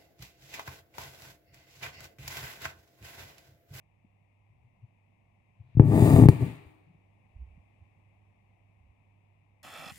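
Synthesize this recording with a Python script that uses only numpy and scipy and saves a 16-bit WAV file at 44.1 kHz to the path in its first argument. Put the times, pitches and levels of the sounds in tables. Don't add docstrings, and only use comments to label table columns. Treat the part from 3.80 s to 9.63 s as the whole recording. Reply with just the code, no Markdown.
import sys
import numpy as np
from scipy import signal
from scipy.fft import rfft, irfft, next_fast_len
from scipy.io import wavfile
from scipy.ndimage import uniform_filter1d

SR = 44100
rng = np.random.default_rng(int(sys.argv[2]) if len(sys.argv) > 2 else 0)


def int16_out(signal):
    q = np.round(np.clip(np.atleast_2d(signal).T, -1, 1) * 32767)
    wavfile.write(sys.argv[1], SR, q.astype(np.int16))


N = 257103
TIME = np.arange(N) / SR
FFT_SIZE = next_fast_len(N + 2 * SR, True)
FREQ = np.fft.rfftfreq(FFT_SIZE, 1 / SR) + 1e-3


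def gain_of(db):
    return 10 ** (np.asarray(db) / 20)


def unit_rms(x):
    return x / np.sqrt(np.mean(x ** 2) + 1e-20)


def spectrum(table, hz=FREQ):
    table_hz, value = np.transpose(table)
    return np.interp(np.log(hz + 1), np.log(table_hz + 1), value)


def envelope(table):
    return gain_of(np.interp(TIME, *np.transpose(table)))


def filtered(x, response):
    return irfft(rfft(x, FFT_SIZE) * response, FFT_SIZE)[..., :N]


def sides(table):
    ratio = gain_of(spectrum(table))
    return 2 * np.array([ratio, np.ones_like(ratio)]) / (1 + ratio)


def resonances(modes):
    power = sum((gain_of(db) / (1 + (2 * (FREQ - hz) / width) ** 2)) ** 2 for hz, width, db in modes)
    cepstrum = irfft(np.log(power + 1e-12) / 2, FFT_SIZE)
    cepstrum[1:] *= 2 * (np.arange(1, FFT_SIZE) < FFT_SIZE // 2)
    return np.exp(rfft(cepstrum))


# frequency in Hz, left over right in dB.
AROUND_BALANCE = [(100, -8.5), (300, -2), (700, 9.5), (1500, 5), (2400, 14.5), (4200, 1.5), (16000, -0.5)]
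# frequency in Hz, relative spectral density in dB.
AIR_SPECTRUM = [(20, -14), (40, -3.5), (60, 0), (140, -0.5), (250, -7), (450, -15.5), (750, -10),
                (1050, -14), (1500, -35.5), (2100, -15), (2600, -14.5), (3100, -31), (3600, -32),
                (4100, -40), (9500, -42.5), (16000, -52.5)]
# time in seconds, level in dB.
AIR_LEVEL = [(0, -70.5), (1.7, -69), (3.2, -68), (3.7, -65.5), (4.3, -67.5), (5.8, -69.5)]
HUM_LEVEL = [(0, -71), (1, -66), (1.5, -71.5), (3.3, -66), (4.3, -66), (5.8, -67)]


def room_tone(hum_hz=100, mono_hz=190, waver=0.11, octave_db=-20):
    left, other = rfft(rng.standard_normal((2, FFT_SIZE)))
    alike = 1 / (1 + (FREQ / mono_hz) ** 4)
    pair = np.array([left, alike * left + np.sqrt(1 - alike ** 2) * other])
    air = irfft(pair * gain_of(spectrum(AIR_SPECTRUM)) * sides(AROUND_BALANCE), FFT_SIZE)[:, :N]
    drift = unit_rms(filtered(rng.standard_normal(N), np.exp(-FREQ / 5)))
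    phase = 2 * np.pi * hum_hz * TIME
    hum = unit_rms(np.sin(phase) + gain_of(octave_db) * np.sin(2 * phase)) * (1 + waver * drift)
    return envelope(AIR_LEVEL) * unit_rms(air) + envelope(HUM_LEVEL) * hum * gain_of([[-1.3], [1.3]])


# frequency in Hz, gain in dB.
ROOM_GAIN = [(100, -28.5), (250, -29.5), (330, -21), (430, -20.5), (800, -15), (1500, -11.5), (2400, -7),
             (3600, -9), (5000, -14), (8000, -15.5), (16000, -17.5)]
# frequency in Hz, seconds to fall by 60 dB.
ROOM_DECAY = [(100, .5), (250, 1), (330, 1.5), (430, 1.1), (800, 1), (2400, 1.2), (3800, .95), (6000, 0.55),
              (10000, 0.5), (16000, .4)]


def room_ring(x, lean=.5, build_s=.0052):
    hz, t, noise = signal.stft(rng.standard_normal((2, SR)), SR, nperseg=1024)
    t60 = spectrum(ROOM_DECAY, hz)[:, None]
    decay = np.exp(-np.log(1000) * t / t60) * np.sqrt(2 * np.log(1000) / (t60 * SR))
    tail = signal.istft(noise * decay, SR, nperseg=1024)[1][:, :SR]
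    tail *= np.minimum(TIME[:SR] / build_s, 1)
    colour = gain_of(spectrum(ROOM_GAIN)) * sides(AROUND_BALANCE) ** lean
    return filtered(x, rfft(tail, FFT_SIZE) * colour)


# frequency in Hz, gain in dB.
REFLECTION_GAIN = [(100, -22.5), (300, -18.5), (600, -8.5), (1200, -10.5), (2400, -12.5), (5000, -17),
                   (16000, -16.5)]
# frequency in Hz, left over right in dB.
HOOP_BALANCE = [(100, 5.5), (600, 6.5), (1200, 0.5), (2400, 9.5), (4200, -5.5), (9000, 7), (14000, 2)]


def near_reflections(x, fade_s=.006):
    t = TIME[:SR // 20]
    taps = rng.standard_normal((2, len(t))) * np.exp(-t / fade_s)
    taps /= np.linalg.norm(taps, axis=1, keepdims=True)
    return filtered(x, rfft(taps, FFT_SIZE) * gain_of(spectrum(REFLECTION_GAIN)) * sides(HOOP_BALANCE))


# time in seconds, level in dB.
SLEEVE_LEVEL = [(1.6, -102), (1.95, -73.5), (2.1, -58), (2.4, -56), (2.55, -57.5), (2.68, -51.5),
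                (2.8, -61.5), (2.95, -74.5), (3.3, -93)]
# frequency in Hz, relative spectral density in dB.
SLEEVE_SPECTRUM = [(200, -25), (500, -3.5), (850, 0), (1400, -9.5), (2000, -1), (2600, 0.5), (3100, -8.5),
                   (3700, -10), (5000, -22), (9000, -35), (16000, -44.5)]


def sleeve(lean=0.4):
    colour = gain_of(spectrum(SLEEVE_SPECTRUM)) * sides(AROUND_BALANCE) ** lean
    return envelope(SLEEVE_LEVEL) * unit_rms(filtered(rng.standard_normal((2, N)), colour))


# start and length in seconds, peak in dB, pitch in Hz.
FIDGET_RUNS = [(.69, .22, -59, 107), (1.829, .11, -53.5, 116), (3.07, .08, -55, 154.3),
               (3.671, .16, -50, 67.6), (4.991, .12, -55, 70)]


def fidgets(gap_s=.03, spread_s=.0065, scatter_db=2, detune=.12, jitter=0.299):
    rows = []
    for start, length, db, hz in FIDGET_RUNS:
        times = np.arange(start + gap_s / 2, start + length, gap_s)
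        for s, (late, loud, high) in zip(times, 2 * rng.random(size=(16, 3)) - 1):
            rows.append((s + jitter * gap_s * late, db + scatter_db * loud,
                         hz * (1 + detune * high), spread_s))
    return rows


# middle in seconds, peak in dB, pitch in Hz, spread in seconds.
HOOP_NUDGES = [(0.25, -52, 203, 0.0022), (1.042, -43, 114.5, 0.0076), (1.81, -40, 105, 0.0061),
               (2.632, -17, 120, 0.0085), (2.868, -45, 85.1, 0.006), (3.567, -38, 71, 0.0039),
               (3.621, -36.5, 62.4, 0.016), (3.78, -47, 150, 0.0021), (4.026, -48, 89.5, .009)]


def nudges(hand_moves_s=3.3):
    out = np.zeros((2, N))
    t = TIME[:SR // 3] - 1 / 6
    for s, db, hz, spread in HOOP_NUDGES + fidgets():
        lean_db = 5 if s < hand_moves_s else -4
        sway = gain_of(db) * np.cos(2 * np.pi * hz * t) / np.cosh(t / spread)
        out[:, round((s + t[0]) * SR):][:, :len(t)] += sway * gain_of([[lean_db / 2], [-lean_db / 2]])
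    return out


# frequency and width in Hz, relative level in dB.
CLOTH_MODES = [(111, 39, -1.5), (130.07, 49, 0.5), (148, 48, -4.5), (212.9, 42, -11.5), (258, 55, -8),
               (306, 38, -8), (364.5, 250, -23), (397.6, 24, -11), (482, 44, -20.5), (563, 52, -30),
               (637, 130, -20.5), (777, 100, -23.5), (863, 60, -20.5), (950, 170, -29.5),
               (1152, 130, -28.5), (1330, 160, -36.5), (1800, 210, -37), (1884, 45, -32.5),
               (2340, 1200, -38.5)]


def drumhead(widen, low_hz=62, damping=0.93):
    modes = resonances([(hz, width * widen, db) for hz, width, db in CLOTH_MODES])
    s = 1j * FREQ / low_hz
    return modes * s ** 2 / (s ** 2 + damping * s + 1)


# fastest moment in seconds, share of full speed, drag in dB.
THREAD_CREEPS = [(2.53, 0.35, -27.5), (2.63, .37, -27.5), (2.88, .1, -60)]
PULL_START_S, PULL_FASTEST_S, PULL_BRAKE_S = 1.93, 2.3, 2.447


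def pull(drag_db=-17.5, tighten_db_per_s=11.5, enter_s=1.96, bite_s=.07, stop_s=.018):
    since = np.maximum(TIME - PULL_START_S, 0)
    brake = np.exp(-np.maximum(TIME - PULL_BRAKE_S, 0) / stop_s)
    speed = np.sin(np.pi / 2 * since / (PULL_FASTEST_S - PULL_START_S)) ** 2 * brake
    grip = np.clip((TIME - enter_s) / bite_s, 0, 1) ** 2
    drag = gain_of(drag_db + tighten_db_per_s * (TIME - PULL_FASTEST_S)) * grip * brake
    taut = TIME > THREAD_TUGS[-1][0]
    for s, share, db in THREAD_CREEPS:
        rise, fall = ((s - TIME) / .06) ** 2, (TIME - s) / .15
        creep = taut * np.exp(-np.where(TIME < s, rise, fall))
        speed = np.maximum(speed, share * creep)
        drag = np.maximum(drag, gain_of(db) * creep ** 2.8)
    return speed, drag


# frequency and width in Hz, relative level in dB.
WEAVE_MODES = [(2400, 1200, -2), (3690, 1100, -2.5), (4793, 870, -5.5), (7080, 1500, -2), (8217, 2200, 0),
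               (8840, 840, 2), (9680, 580, -4.5), (10630, 700, -3), (11440, 600, -3.5), (13300, 1900, .5),
               (15200, 2000, -3)]


def fibres(weave, speed, hiss_db=-45, alike=.6, grain_db=-1.0, flutter_db=0.96):
    grain, flutter = (unit_rms(uniform_filter1d(rng.standard_normal(N), size)) for size in (12, 300))
    left, other = rng.standard_normal((2, N))
    flicks = np.array([left, alike * left + np.sqrt(1 - alike ** 2) * other])
    flicks *= gain_of(grain_db * grain + flutter_db * flutter)
    return gain_of(hiss_db) * speed ** 1.8 * np.sqrt(2) * unit_rms(filtered(flicks, weave))


def rasp(cloth, speed, drag, jitter=.35, uneven=.4, rub=0.72, dull_hz=220, bright_hz=1400, fast_hz=330):
    twists_per_s = 116 + (322 - 116) * speed ** 1.6
    wander = unit_rms(uniform_filter1d(rng.standard_normal(N), 150))
    twists = np.floor(np.cumsum(twists_per_s * np.exp(jitter * wander)) / SR)
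    slips = np.diff(twists, prepend=0) * np.exp(uneven * rng.standard_normal(N)) / np.sqrt(twists_per_s)
    force = unit_rms(slips) + rub * rng.standard_normal(N)
    dull = unit_rms(filtered(force, cloth / (1 + 1j * FREQ / dull_hz)))
    bright = unit_rms(filtered(force, cloth / (1 + 1j * FREQ / bright_hz) / (1 + fast_hz / (2j * FREQ))))
    sharpness = np.clip(twists_per_s / fast_hz, 0, 1) ** 2
    ring = (1 - sharpness) * dull + sharpness * bright
    return drag * ring / np.sqrt(uniform_filter1d(ring ** 2, 1100) + 1e-9)


# frequency and width in Hz, level in dB against the cloth.
TAUT_MODES = [(850, 300, -24.5), (2310, 550, -30), (4670, 620, -56)]
# start in seconds, strength in dB, release time in milliseconds.
THREAD_TUGS = [(1.9499, -28.5, 4.1), (1.9703, -12, .85), (1.9971, 0, .18), (2.2214, -7.5, 1.3),
               (2.289, -11.5, 1.0), (2.3381, -11.5, .81), (2.366, -10, .75), (2.3888, -4.5, .17),
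               (2.415, -9, 1.1), (2.4225, -4.5, 0.45), (2.4570, -3, .28), (2.487, -1, .07)]


def tugs(cloth, weave, scatter=.5, scatter_s=0.0014, soft_hz=11000):
    out, t = np.zeros(N), TIME[:SR // 4]
    ring = irfft(cloth + resonances(TAUT_MODES), FFT_SIZE)[:len(t)]
    click = irfft(weave / (1 + 1j * FREQ / soft_hz), FFT_SIZE)[:len(t)]
    for s, db, release_ms in THREAD_TUGS:
        release = t / (release_ms / 1000)
        thump = -signal.fftconvolve(ring, release * np.exp(-release))[:len(t)]
        thump /= abs(thump).max()
        flicks = (t == 0) + scatter * rng.standard_normal(len(t)) / (1 + t / scatter_s) ** 1.2
        tick = signal.fftconvolve(click, flicks)[:len(t)] / abs(click).max() / np.linalg.norm(flicks) * 2
        tick_db = -54 - 23.5 * np.log10(release_ms) + 51.5 * (s - PULL_FASTEST_S)
        out[round(s * SR):][:len(t)] += gain_of(db) * (thump + gain_of(tick_db) * tick)
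    return out


def scene(right_delay_s=.00019):
    weave = resonances(WEAVE_MODES)
    speed, drag = pull()
    free_cloth = drumhead(widen=1.0)
    pressed_cloth = drumhead(widen=1.2)
    hoop = rasp(free_cloth, speed, drag) + tugs(pressed_cloth, weave) + fibres(weave, speed)
    arrival = np.exp(-2j * np.pi * FREQ * np.array([[0], [right_delay_s]]))
    direct = filtered(hoop, sides(HOOP_BALANCE) * arrival)
    return direct + near_reflections(hoop[0]) + room_ring(hoop[0]) + sleeve() + nudges() + room_tone()


def record(dry):
    rounded = dry / (1 + dry ** 8) ** (1 / 8)
    lowpass = signal.firwin(511, 15800, window=("kaiser", 9), fs=SR)
    return signal.oaconvolve(rounded, lowpass[None], "same")


dry = scene()
out = record(dry)
int16_out(out)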